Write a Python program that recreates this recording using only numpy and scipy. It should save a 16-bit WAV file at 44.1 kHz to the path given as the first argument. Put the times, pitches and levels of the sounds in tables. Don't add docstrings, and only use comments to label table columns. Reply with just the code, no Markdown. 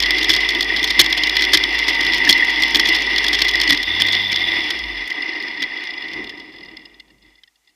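import sys
import numpy as np
from scipy import signal
from scipy.fft import rfft, irfft
from scipy.io import wavfile
from scipy.ndimage import uniform_filter1d

SR = 44100
rng = np.random.default_rng(int(sys.argv[2]) if len(sys.argv) > 2 else 0)


def rack_gain(trim_db):
    fader = np.asarray(trim_db, float)
    return 10 ** (fader / 20)


def to_wav(sig):
    pcm = np.clip(np.atleast_2d(sig), -1, 1) * 32767
    pcm = np.round(pcm).astype(np.int16)
    wavfile.write(sys.argv[1], SR, pcm.T)


N = 341775
TIME = np.arange(N) / SR

# mode_hz, width_hz, level_db
BRACKET = [(1542, 150, -24), (1908, 61, -3), (1976, 50, 1), (2037, 86, 0), (2126.5, 32, -4),
           (2304, 220, -10.5)]
# mode_hz, width_hz, level_db
CHASSIS = [(279, 82.5, -0.5), (319.4, 41, 8), (397, 80, -2)]
# mode_hz, width_hz, level_db
PANELS = [(521, 81, -12), (742, 114, -4), (955.4, 79, -1.5), (1182, 157, -6.5)]
# mode_hz, width_hz, level_db
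RUMBLE = [(35, 9, -2), (80, 64, -5.5), (123, 12, -0.5), (226, 170, 0)]
# mode_hz, width_hz, level_db
SHELL = [(3043, 61, -2.5), (3398, 125, 2), (4082, 89, -5.5), (4270, 86, -2.5), (5115, 377, -4),
         (5572, 256, -6.5)]
# mode_hz, width_hz, level_db
CRACK = [(6100, 900, 4), (7970, 450, -8.5), (9100, 1400, -5), (9920, 110, -16), (11160, 450, -9),
         (11520, 500, -5.5), (13600, 760, -6), (15200, 3800, -11.5)]
# mode_hz, width_hz, level_db
HISS = [(7110, 150, -9), (7860, 160, -13), (9250, 380, 3), (10900, 300, -6), (11600, 300, -13),
        (12300, 1500, -16), (13500, 450, -4), (14800, 1200, -11)]


def curves(table):
    s, *columns = np.transpose(table)
    return [np.interp(TIME, s, c) for c in columns]


def ramp(start_s, length_s):
    return np.clip((TIME - start_s) / length_s, 0, 1)


def unit(x):
    return x / np.sqrt(np.mean(x ** 2))


def walk(rate):
    hold = int(SR / rate)
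    steps = np.repeat(rng.standard_normal(N // 64), hold)[:N]
    return 1.5 * uniform_filter1d(uniform_filter1d(steps, hold), hold)


def tone(hz):
    return np.sin(2 * np.pi * np.cumsum(hz) / SR)


def ring(force, modes, order=2):
    out = 0
    for k, (hz, width, db) in enumerate(modes):
        b, a = signal.iirpeak(hz, hz / (1.62 * width), fs=SR)
        swing = signal.lfilter(b, a, force)
        if order == 2:
            swing = signal.lfilter(b, a, swing)
        out = out + (-1) ** k * rack_gain(db) * swing
    return out


def struck(force, modes, order=2):
    click = np.zeros(8192)
    click[0] = 1
    return ring(force, modes, order=order) / np.sqrt(np.sum(ring(click, modes, order=order) ** 2))


def soft(x):
    return signal.sosfilt(signal.butter(4, 5900, fs=SR, output="sos"), x)


def grit(rate, scatter_db, smear_s):
    jolts = (rng.random(N) < rate / SR) * rack_gain(scatter_db * rng.exponential(size=N))
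    fade = np.exp(-1 / (smear_s * SR))
    return unit(signal.lfilter([1], [1, -fade], jolts))


def bursts(times, level_db, length_ms):
    bounce_ms = 2.66
    rebound_db, rebound_floor = 2.4, 0.16
    out = np.zeros(N + 2048)
    age = 1000 * np.arange(2048) / SR
    chance = rng.standard_normal((len(times), 2, 32))
    lengths = np.clip(length_ms, .4, 30)
    for t, db, ms, (early, size) in zip(times, level_db, lengths, chance):
        swing = age / (bounce_ms * (1 + 0.11 * early[0]))
        height = rack_gain(rebound_db * size[swing.astype(int) % len(size)])
        pulse = rebound_floor + 1.442 * np.sin(np.pi * (swing % 1) ** 0.55) ** 2
        knock = height * pulse * np.exp(-(age / ms) ** 4)
        shiver = 0.11 * np.exp(-age / 7.1)
        i = int((t - .0005) * SR)
        out[i:i + len(age)] += rack_gain(db) * (knock + shiver) * np.minimum(age / 1.33, 1)
    return out[:N]


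def self_noise():
    # pitch_hz, level_db per Hz
    colour = [(18, -46.5), (30, -17.5), (622, -14), (767, -7), (970, -12.5), (5890, -11), (6370, -11),
              (15500, -20.5)]
    hz, db = np.transpose(colour)
    f = np.fft.rfftfreq(N, 1 / SR) + 1
    spectrum = rfft(rng.standard_normal(N)) * rack_gain(np.interp(np.log(f), np.log(hz), db))
    return rack_gain(-68.5) * unit(irfft(spectrum, N))


def pump():
    # time_s, pitch_hz, level_db
    hum = [(3.75, 46, -41), (4.4, 45.7, -47), (4.7, 47.7, -59), (6.3, 48.3, -63), (7.0, 49.6, -64),
           (7.35, 51.5, -68), (7.55, 51, -83)]
    hz, db = curves(hum)
    return rack_gain(db + 3.0 * walk(8.)) * tone(hz * (1 + 0.03 * walk(10.0))) * (TIME > hum[0][0])


def gears():
    # start_s, end_s, start_hz, end_hz, level_db
    whines = [(0.031, 0.946, 354, 368, -38.5), (0.153, 0.942, 416.6, 440.8, -40),
              (1.244, 1.956, 388.7, 385.4, -41), (1.151, 2.097, 448, 454.7, -47),
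              (1.618, 2.897, 927, 908, -38.5), (2.844, 3.703, 421.4, 416.4, -41.5)]
    out = 0
    for start, end, hz0, hz1, db in whines:
        hz = np.interp(TIME, [start, end], [hz0, hz1]) * (1 + .003 * walk(20.) + .005 * walk(7.))
        loaded = np.clip(np.minimum(TIME - start, end - TIME) / 0.075, 0, 1)
        out = out + rack_gain(db + 2.7 * walk(11.0)) * loaded * tone(hz)
    return out


def engine():
    # time_s, firing_hz, beat_db
    revs = [(0.0, 50.2, -34.5), (0.39, 51.4, -39), (1.91, 52.6, -40), (2.37, 52.7, -43),
            (3.68, 52.5, -36.5), (3.72, 56.8, -37), (3.78, 68.7, -62), (3.85, 82.3, -51), (3.92, 86.7, -41),
            (4.19, 96.85, -42.5), (4.51, 89.1, -45), (4.71, 62.8, -55), (4.86, 55.2, -37),
            (5.01, 46.3, -41), (5.12, 47.2, -63)]
    # multiple of the firing rate, level_db against the beat
    overtones = [(2, -30)]
    # mode_hz, width_hz, level_db
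    valve_modes = [(3480, 187, 2.5), (4720, 320, -21.5), (13300, 600, -38)]
    hz, beat_db = curves(revs)
    phase = 2 * np.pi * np.cumsum(hz * (1 + .016 * walk(22.))) / SR
    orders = sum(rack_gain(db + 3.6 * walk(16.0)) * np.sin(int(k) * phase) for k, db in overtones)
    orders = orders * (hz / 50) ** 4.0
    running = np.clip((revs[-1][0] - TIME) / .05, 0, 1)
    beat = np.sqrt(2) * rack_gain(beat_db + 1.0 * walk(11.0)) * running * (np.sin(phase) + orders)
    clatter = struck(rng.standard_normal(N) * (0.78 + np.sin(phase)), valve_modes)
    return beat + clatter * rack_gain(-23.5) * np.clip((hz - 60) / 35, 0, 1)


def springs():
    # time_s, level_db, length_s
    heaves = [(0.306, -28, 0.019), (1.007, -24.5, 0.027), (1.544, -27, 0.019), (2.297, -22, 0.02),
              (2.752, -26, 0.019), (3.716, -24.5, 0.04), (5.623, -37, 0.045), (6.523, -56, 0.074),
              (7.26, -54, 0.022), (7.715, -74, 0.029)]
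    load = sum(rack_gain(db) * np.exp(-((TIME - s) / length) ** 4) for s, db, length in heaves)
    sway = tone(316.6 * (1 + .05 * walk(25.)))
    return load * sway + rack_gain(-8.5) * struck(load * rng.standard_normal(N), RUMBLE + CHASSIS)


def drive():
    # time_s, shake_db
    shake = [(0.0, -20.5), (1.2, -20.5), (2.4, -18.5), (3.65, -21), (3.88, -24.5), (4.06, -20.5),
             (4.56, -22), (4.9, -28.5), (5.18, -26), (6.1, -30.5), (6.42, -41), (6.8, -46), (7.15, -62),
             (7.2, -67), (7.24, -56.5), (7.32, -57), (7.55, -79), (7.66, -71), (7.75, -70)]
    shake_db, = curves(shake)
    over = shake_db + 20
    running = 1 - ramp(4.77, 0.52)
    braking = ramp(5.97, 0.25) - ramp(7.13, 0.25)
    case_db = -30 + 0.9 * over + 4.5 * running
    chassis_db = -35.5 + 0.89 * over + 9 * braking
    hiss_db = -63.5 + 0.7 * over + 8.5 * running
    return shake_db, case_db, chassis_db, hiss_db


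def rattle():
    _, case_db, _, hiss_db = drive()
    push = uniform_filter1d(grit(rate=130, scatter_db=2.5, smear_s=.002), size=44)
    blow = rng.standard_normal(N) * push
    crack = struck(blow, CRACK) * rack_gain(1.9 * hiss_db + 47.5)
    return crack + soft(struck(blow, SHELL, order=1)) * rack_gain(1.3 * case_db + 2.5)


def tick_rows():
    # time_s,
    # peak_db
    bearing_taps = [(4.7631, -28), (4.7905, -20), (4.813, -35), (4.836, -20), (4.8814, -23), (4.9147, -40),
                    (4.946, -27), (4.972, -19), (5.0094, -23.5), (5.055, -22.5), (5.1513, -25),
                    (5.1807, -24), (5.2185, -19), (5.2525, -43), (5.2895, -22), (5.3318, -21), (5.3574, -27),
                    (5.3998, -18), (5.4326, -20), (5.4789, -21.5), (5.51, -22.5), (5.5403, -29),
                    (5.573, -28), (5.6027, -19), (5.7099, -30), (5.771, -21.5), (5.803, -24.5),
                    (5.85, -19.5), (5.8723, -23), (5.9035, -23),
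                    (5.904, -23), (5.9353, -21), (5.9752, -25), (6.0031, -33), (6.02, -21), (6.0404, -28),
                      (6.083, -25), (6.1103, -27.5), (6.134, -23), (6.1633, -29), (6.19, -31),
                      (6.2406, -28), (6.2685, -27), (6.2942, -20.5), (6.3718, -31), (6.3992, -28),
                      (6.4431, -42), (6.4581, -40), (6.5015, -43), (6.518, -39), (6.5369, -36),
                      (6.5599, -33), (6.5823, -35), (6.605, -35), (6.6294, -27.5), (6.656, -31),
                      (6.6836, -32), (6.7135, -33), (6.7668, -29), (6.7904, -40), (6.813, -41),
                      (6.8522, -32), (6.8946, -46), (6.9412, -36), (6.9968, -28), (7.0463, -56.5),
                      (7.078, -48), (7.1016, -43), (7.182, -50), (7.2189, -48)]
    # time_s, peak_db
    stones = [(0.048, -8), (0.084, -12), (0.2598, -14), (0.2856, -6), (0.428, -8), (0.52, -3), (0.586, -7),
              (0.699, -3.5), (0.906, -12), (0.9275, -15), (0.9532, -7), (0.99, 4.5), (1.1064, -11),
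              (1.1318, -1.5), (1.1655, -8), (1.2705, -4), (1.4626, -11), (1.4865, -6), (1.532, -2),
              (1.5738, -4), (1.6382, -9), (1.7459, -5), (1.7838, -11), (1.8224, -1.5), (2.0283, -5),
              (2.0914, -3), (2.1415, -4), (2.2139, -7), (2.2737, 2.5), (2.36, -2), (2.423, 3),
              (2.4473, -12), (2.6225, -11), (2.7511, -8), (2.7894, -5), (2.9158, -4), (2.9946, -8),
              (3.059, -18), (3.163, -4.5), (3.243, -4), (3.3907, -17), (3.421, -15), (3.4441, -12),
              (3.5394, -4), (3.5718, -10), (3.67, -7), (3.7, -2), (3.7219, 2), (4.0003, -8.5), (4.046, -2),
              (4.3144, -6), (5.111, -6.5), (5.257, -8), (5.3243, -13), (5.474, -13), (5.5742, -12),
              (5.677, -19), (5.7196, -12), (5.7535, -21), (5.7969, -18), (5.974, -16),
                      (6.0728, -22), (6.1177, -22), (6.1686, -21), (6.2215, -24), (6.3237, -22),
                      (6.5407, -34), (6.6834, -36)]
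    # time_s, case_db, bracket_db, rattle_ms
    settling = [(7.222, -57, -53, 15), (7.243, -65, -43, 8.8), (7.261, -52, -53, 4.5),
                (7.305, -57, -57, 5.5), (7.3535, -52, -60, 4.9), (7.377, -61, -48, 17),
                (7.475, -53, -43.5, 8.1), (7.5559, -51.5, -55.5, 4.8), (7.648, -60.5, -63.5, 4.7),
                (7.6738, -51, -44.5, 4.6), (7.6863, -61, -53, 20)]
    s, db = np.transpose(bearing_taps)
    chance = rng.standard_normal((len(s), 2)).T
    patter = [s, db - 9, db - 2.5 + chance[0], 7 * np.exp(0.14 * chance[1])]
    jolts = [(s, db - 28, db - 2.5, 6.55) for s, db in stones]
    return np.hstack([patter, np.transpose(settling + jolts)])


def ticks():
    # mode_hz, width_hz, level_db
    tap_modes = [(2810, 82, 3), (3483, 190, 1.5), (4336, 310, -5), (5070, 167, 2.5)]
    s, case_db, bracket_db, ms = tick_rows()
    noise = rng.standard_normal((2, N))
    tap = noise[0] * bursts(s, case_db + 0.5, 1.03 * ms)
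    swing = tone(2001 * (1 + 0.046 * walk(40.))) + .5 * noise[1]
    jolt = swing * uniform_filter1d(bursts(s, bracket_db - 19, 0.89 * ms), size=100)
    body = soft(struck(tap, tap_modes)) + struck(jolt, BRACKET[1:], order=1)
    return soft(body) + rack_gain(-32.5) * struck(tap, HISS)


def mount():
    # mode_hz, width_hz, level_db
    case_modes = [(2770, 150, -0.5), (3024, 99, -5), (3339, 45, 4), (3524, 136, -0.5), (3920, 85, -8.5),
                  (4385, 95, -6), (4800, 87, -7.5), (5120, 270, -7), (5880, 93, -17.5), (6270, 75, -31)]
    bracket_db, case_db, chassis_db, hiss_db = drive()
    jolts = grit(rate=200.0, scatter_db=2.5, smear_s=0.017)
    noise = rng.standard_normal((6, N))
    bracket = unit(ring(noise[0] * (0.98 + jolts) * rack_gain(0.13 * walk(17.0)), BRACKET)) * rack_gain(bracket_db)
    case = unit(ring(noise[1] * (1.0 + jolts) * rack_gain(0.72 * walk(30.)), case_modes)) * rack_gain(case_db)
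    chassis = unit(ring(noise[2] * (0.57 + jolts) * rack_gain(1.1 * walk(11.0)), CHASSIS)) * rack_gain(chassis_db)
    hiss = unit(ring(noise[3] * (1.7 + jolts), HISS)) * rack_gain(hiss_db)
    panels_db = 0.58 * bracket_db + 0.37 * chassis_db - 11.5
    panels = unit(ring(noise[4] * (1.6 + jolts), PANELS)) * rack_gain(panels_db)
    rumble_db = 1.264 * chassis_db - 0.42 * bracket_db - 10.5
    rumble = unit(ring(noise[5] * rack_gain(3.0 * walk(7.5)), RUMBLE)) * rack_gain(rumble_db)
    return bracket + case + chassis + hiss + panels + rumble


def knock_rows():
    # time_s, crack_db, case_db, rattle_ms
    bumps = [(0.002, -32.5, -13.5, 3.7), (0.293, -28, -9.5, 14.4), (0.8401, -25.5, -13.5, 5.7),
             (0.993, -21.5, -3.5, 11), (1.0105, -18, -13, 6.4), (1.533, -26, -8, 18.5),
             (1.572, -27.5, -10.5, 4.8), (2.2901, -29.5, -6, 8.9), (2.3043, -27, -16, 9.4),
             (2.634, -30.5, -8, 2.6), (2.7462, -35, -12.5, 9.3), (2.795, -26, -7.5, 5.2),
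             (2.8869, -30, -14, 5.9), (2.9426, -38, -19, 13), (3.3284, -31.5, -14.5, 7.8),
             (3.343, -36.5, -16.5, 10), (3.4168, -30, -11.5, 6.8), (3.4818, -32.5, -15, 9.9),
             (3.6915, -32, -18, 14.6), (3.7058, -37.5, -10, 2.8), (3.722, -34, -18, 9.9),
             (4.7034, -34, -16.5, 6), (5.1024, -43.5, -22.5, 4.6), (5.621, -40.5, -22, 7.7),
             (6.2943, -45, -19.5, 1.3), (6.9986, -59, -47, 6), (7.434, -65, -41.5, 4)]
    # time_s, crack_db,
    # case_db, rattle_ms
    loose_parts = [(0.0233, -32.5, -11, 5.0), (0.0347, -37.5, -10, 2.6), (0.0586, -42, -15, 5.9),
                   (0.1067, -31.5, -6.5, 2.2), (0.1665, -45, -25, 6.8), (0.1822, -37, -14.5, 7.5),
                   (0.2276, -34, -14.5, 6), (0.2434, -33, -10, 4), (0.286, -36.5, -16, 3), (0.316, -34, -16, 3.9),
                   (0.3314, -33.5, -14, 8.5), (0.348, -35.5, -7, 3.3), (0.3628, -30, -10, 4),
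                   (0.4041, -42, -18, 6.6), (0.4875, -33.5, -10.5, 6.4), (0.5042, -37, -16, 4),
                   (0.5484, -39, -16, 4.2), (0.5854, -47, -22, 4.5), (0.6075, -30, -10, 4.1),
                   (0.6244, -38, -16.5, 6.5), (0.6448, -39, -17, 2.5), (0.7619, -41, -14.5, 4.8),
                   (0.7705, -34.5, -13, 2.0), (0.8286, -33, -11, 2.5), (0.8511, -44, -18, 2.5),
                   (0.873, -38, -14, 4.6), (0.882, -44.5, -20, 3.5), (0.894, -42, -31, 5.0),
                   (0.9031, -33, -13.5, 7.8), (1.0413, -37, -17, 6.5), (1.0602, -35, -10, 4.7),
                   (1.098, -40.5, -26, 6.1), (1.1257, -31.5, -7.5, 3.7), (1.1732, -34.5, -14, 7.6),
                   (1.2352, -33.5, -10, 3.3), (1.269, -41.5, -17.5, 7.0), (1.2946, -34, -12, 3.5),
                   (1.3524, -43.5, -17, 3.1), (1.3664, -35, -12, 5), (1.3923, -41.5, -13.5, 3.1),
                   (1.4076, -38, -16.5, 9.4), (1.4215, -35.5, -15, 5.0), (1.4392, -41.5, -14, 3.5),
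                   (1.4492, -34.5, -12, 2.5), (1.52, -42, -20, 5.6), (1.637, -33.5, -7.5, 3),
                   (1.7251, -48, -21, 3.6), (1.744, -45, -24, 3.9),
                   (1.771, -52.5, -19.5, 3.2), (1.7825, -44, -17, 2.0), (1.7879, -34, -15, 4.5),
            (1.7969, -49, -17, 4.5), (1.8807, -33, -11, 9.1), (1.8937, -39, -27.5, 5.0),
            (1.8977, -42.5, -18.5, 6.5), (1.9471, -41.5, -19, 5.6), (2.0064, -37, -14, 6.8),
            (2.0284, -42, -19, 4.0), (2.0493, -36, -17, 2), (2.0653, -34.5, -9, 2.5),
            (2.1322, -39.5, -12, 5.0), (2.1431, -35, -16, 5.8), (2.1721, -36, -14, 2.8),
            (2.181, -36.5, -20, 4.5), (2.2484, -38, -14.5, 4.5), (2.2763, -41, -26, 9.2),
            (2.3781, -39.5, -21, 5.0), (2.4469, -39, -28, 4.4), (2.4938, -40, -21.5, 10),
            (2.5996, -43.5, -23, 9), (2.6205, -30.5, -11.5, 4.6), (2.6804, -39, -17, 3.8),
            (2.7068, -41, -30, 3.5), (2.7672, -32.5, -17, 6.0), (2.8096, -39, -17, 3.3),
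            (2.8535, -39.5, -13, 6.8), (2.873, -33.5, -23, 2.1), (2.9259, -36, -17.5, 3.1),
            (2.9618, -41, -20, 3.9), (2.9847, -45.5, -17, 3.4), (3.0042, -43, -24, 3.5),
            (3.0216, -33, -12.5, 1.7), (3.1608, -34, -13, 2.2), (3.1798, -36, -11.5, 6.5),
            (3.2297, -44.5, -23, 3.6), (3.2411, -34.5, -15, 8.0), (3.2651, -40.5, -13, 3.0),
            (3.2815, -32.5, -11.5, 5.0), (3.3883, -37.5, -15, 7.0), (3.4048, -38.5, -21, 3.5),
            (3.4452, -42, -20, 8.8), (3.512, -32.5, -15, 1.93), (3.5355, -42, -16, 3.5),
            (3.5549, -34, -6.5, 2.4), (3.5983, -36, -11, 3.5), (3.6128, -31.5, -11.5, 5.5),
                   (3.6323, -39.5, -15.5, 6.9), (3.6745, -39, -12, 4), (3.746, -37, -13, 3.0),
             (3.7733, -41, -15, 4.5), (3.8293, -39, -19, 6.3), (3.999, -41.5, -16, 5.0),
             (4.0077, -38.5, -16.5, 8.9), (4.0196, -38.5, -9, 2.3), (4.0653, -32.5, -26, 2.0),
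             (4.0673, -42, -18, 7.2), (4.0857, -37, -9.5, 2.1), (4.1232, -36, -22, 4.2),
             (4.1298, -39, -10.5, 2.5), (4.1371, -43, -19, 2.7), (4.15, -41, -12, 1.9),
             (4.318, -36.5, -16, 5.0), (4.3276, -38.5, -7, 1.8), (4.3578, -38.5, -13.5, 5.5),
             (4.7888, -45.5, -24, 3.2), (5.075, -45, -35, 5.5), (5.124, -50.5, -23, 2.0),
             (5.4245, -47, -26, 2.5), (5.637, -46.5, -18, 2.0), (5.8357, -53, -29, 5.0),
             (5.8707, -60, -26, 3.5), (6.0802, -61, -34, 5), (6.1335, -45.5, -28, 2.5),
             (6.2394, -55, -37, 7.1), (6.3027, -60, -39, 3.0), (6.3795, -61, -39, 3.3),
             (6.3974, -54, -33, 2.5), (6.5282, -67, -51.5, 5.5), (6.5611, -63, -42, 3.0),
             (6.6484, -61.5, -37, 2.5), (6.7686, -59, -39, 3.2), (6.8524, -64, -47, 3.45)]
    light = np.array(loose_parts) + [0, 0.5, -3.5, 0]
    rows = np.vstack([bumps, light])
    return rows[np.argsort(rows[:, 0])].T


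def knocks():
    s, crack_db, case_db, ms = knock_rows()
    push = bursts(s, case_db, 1.28 * ms)
    blow = rng.standard_normal(N) * push
    latest = np.maximum(np.searchsorted(s, TIME, side="right") - 1, 0)
    weight = rack_gain(0.3 * case_db[latest])
    crack = struck(blow * rack_gain((crack_db - case_db)[latest] + 1.5), CRACK)
    shell = rack_gain(1.5) * struck(blow, SHELL, order=1)
    bracket = rack_gain(-5.0) * struck(blow, BRACKET, order=1)
    thump = rack_gain(-32.5) * struck(push * weight, RUMBLE[2:], order=1)
    thump = thump + rack_gain(-36.5) * struck(push * weight, CHASSIS, order=1)
    thump = thump + rack_gain(-23.5) * struck(blow * weight, PANELS, order=1)
    return crack + soft(shell + bracket + thump)


def scene():
    background = self_noise() + pump() + gears() + engine() + springs()
    return (background + rattle() + ticks() + mount() + knocks())[None]


def low_pass(x):
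    return signal.sosfilt(signal.butter(12, 15860, fs=SR, output="sos"), x)


def record(dry):
    top = signal.ellip(8, .2, 60, 15350, fs=SR, output="sos")
    return low_pass(signal.sosfilt(top, np.clip(dry, -.9, .9)))


dry = scene()
out = record(dry)
to_wav(out)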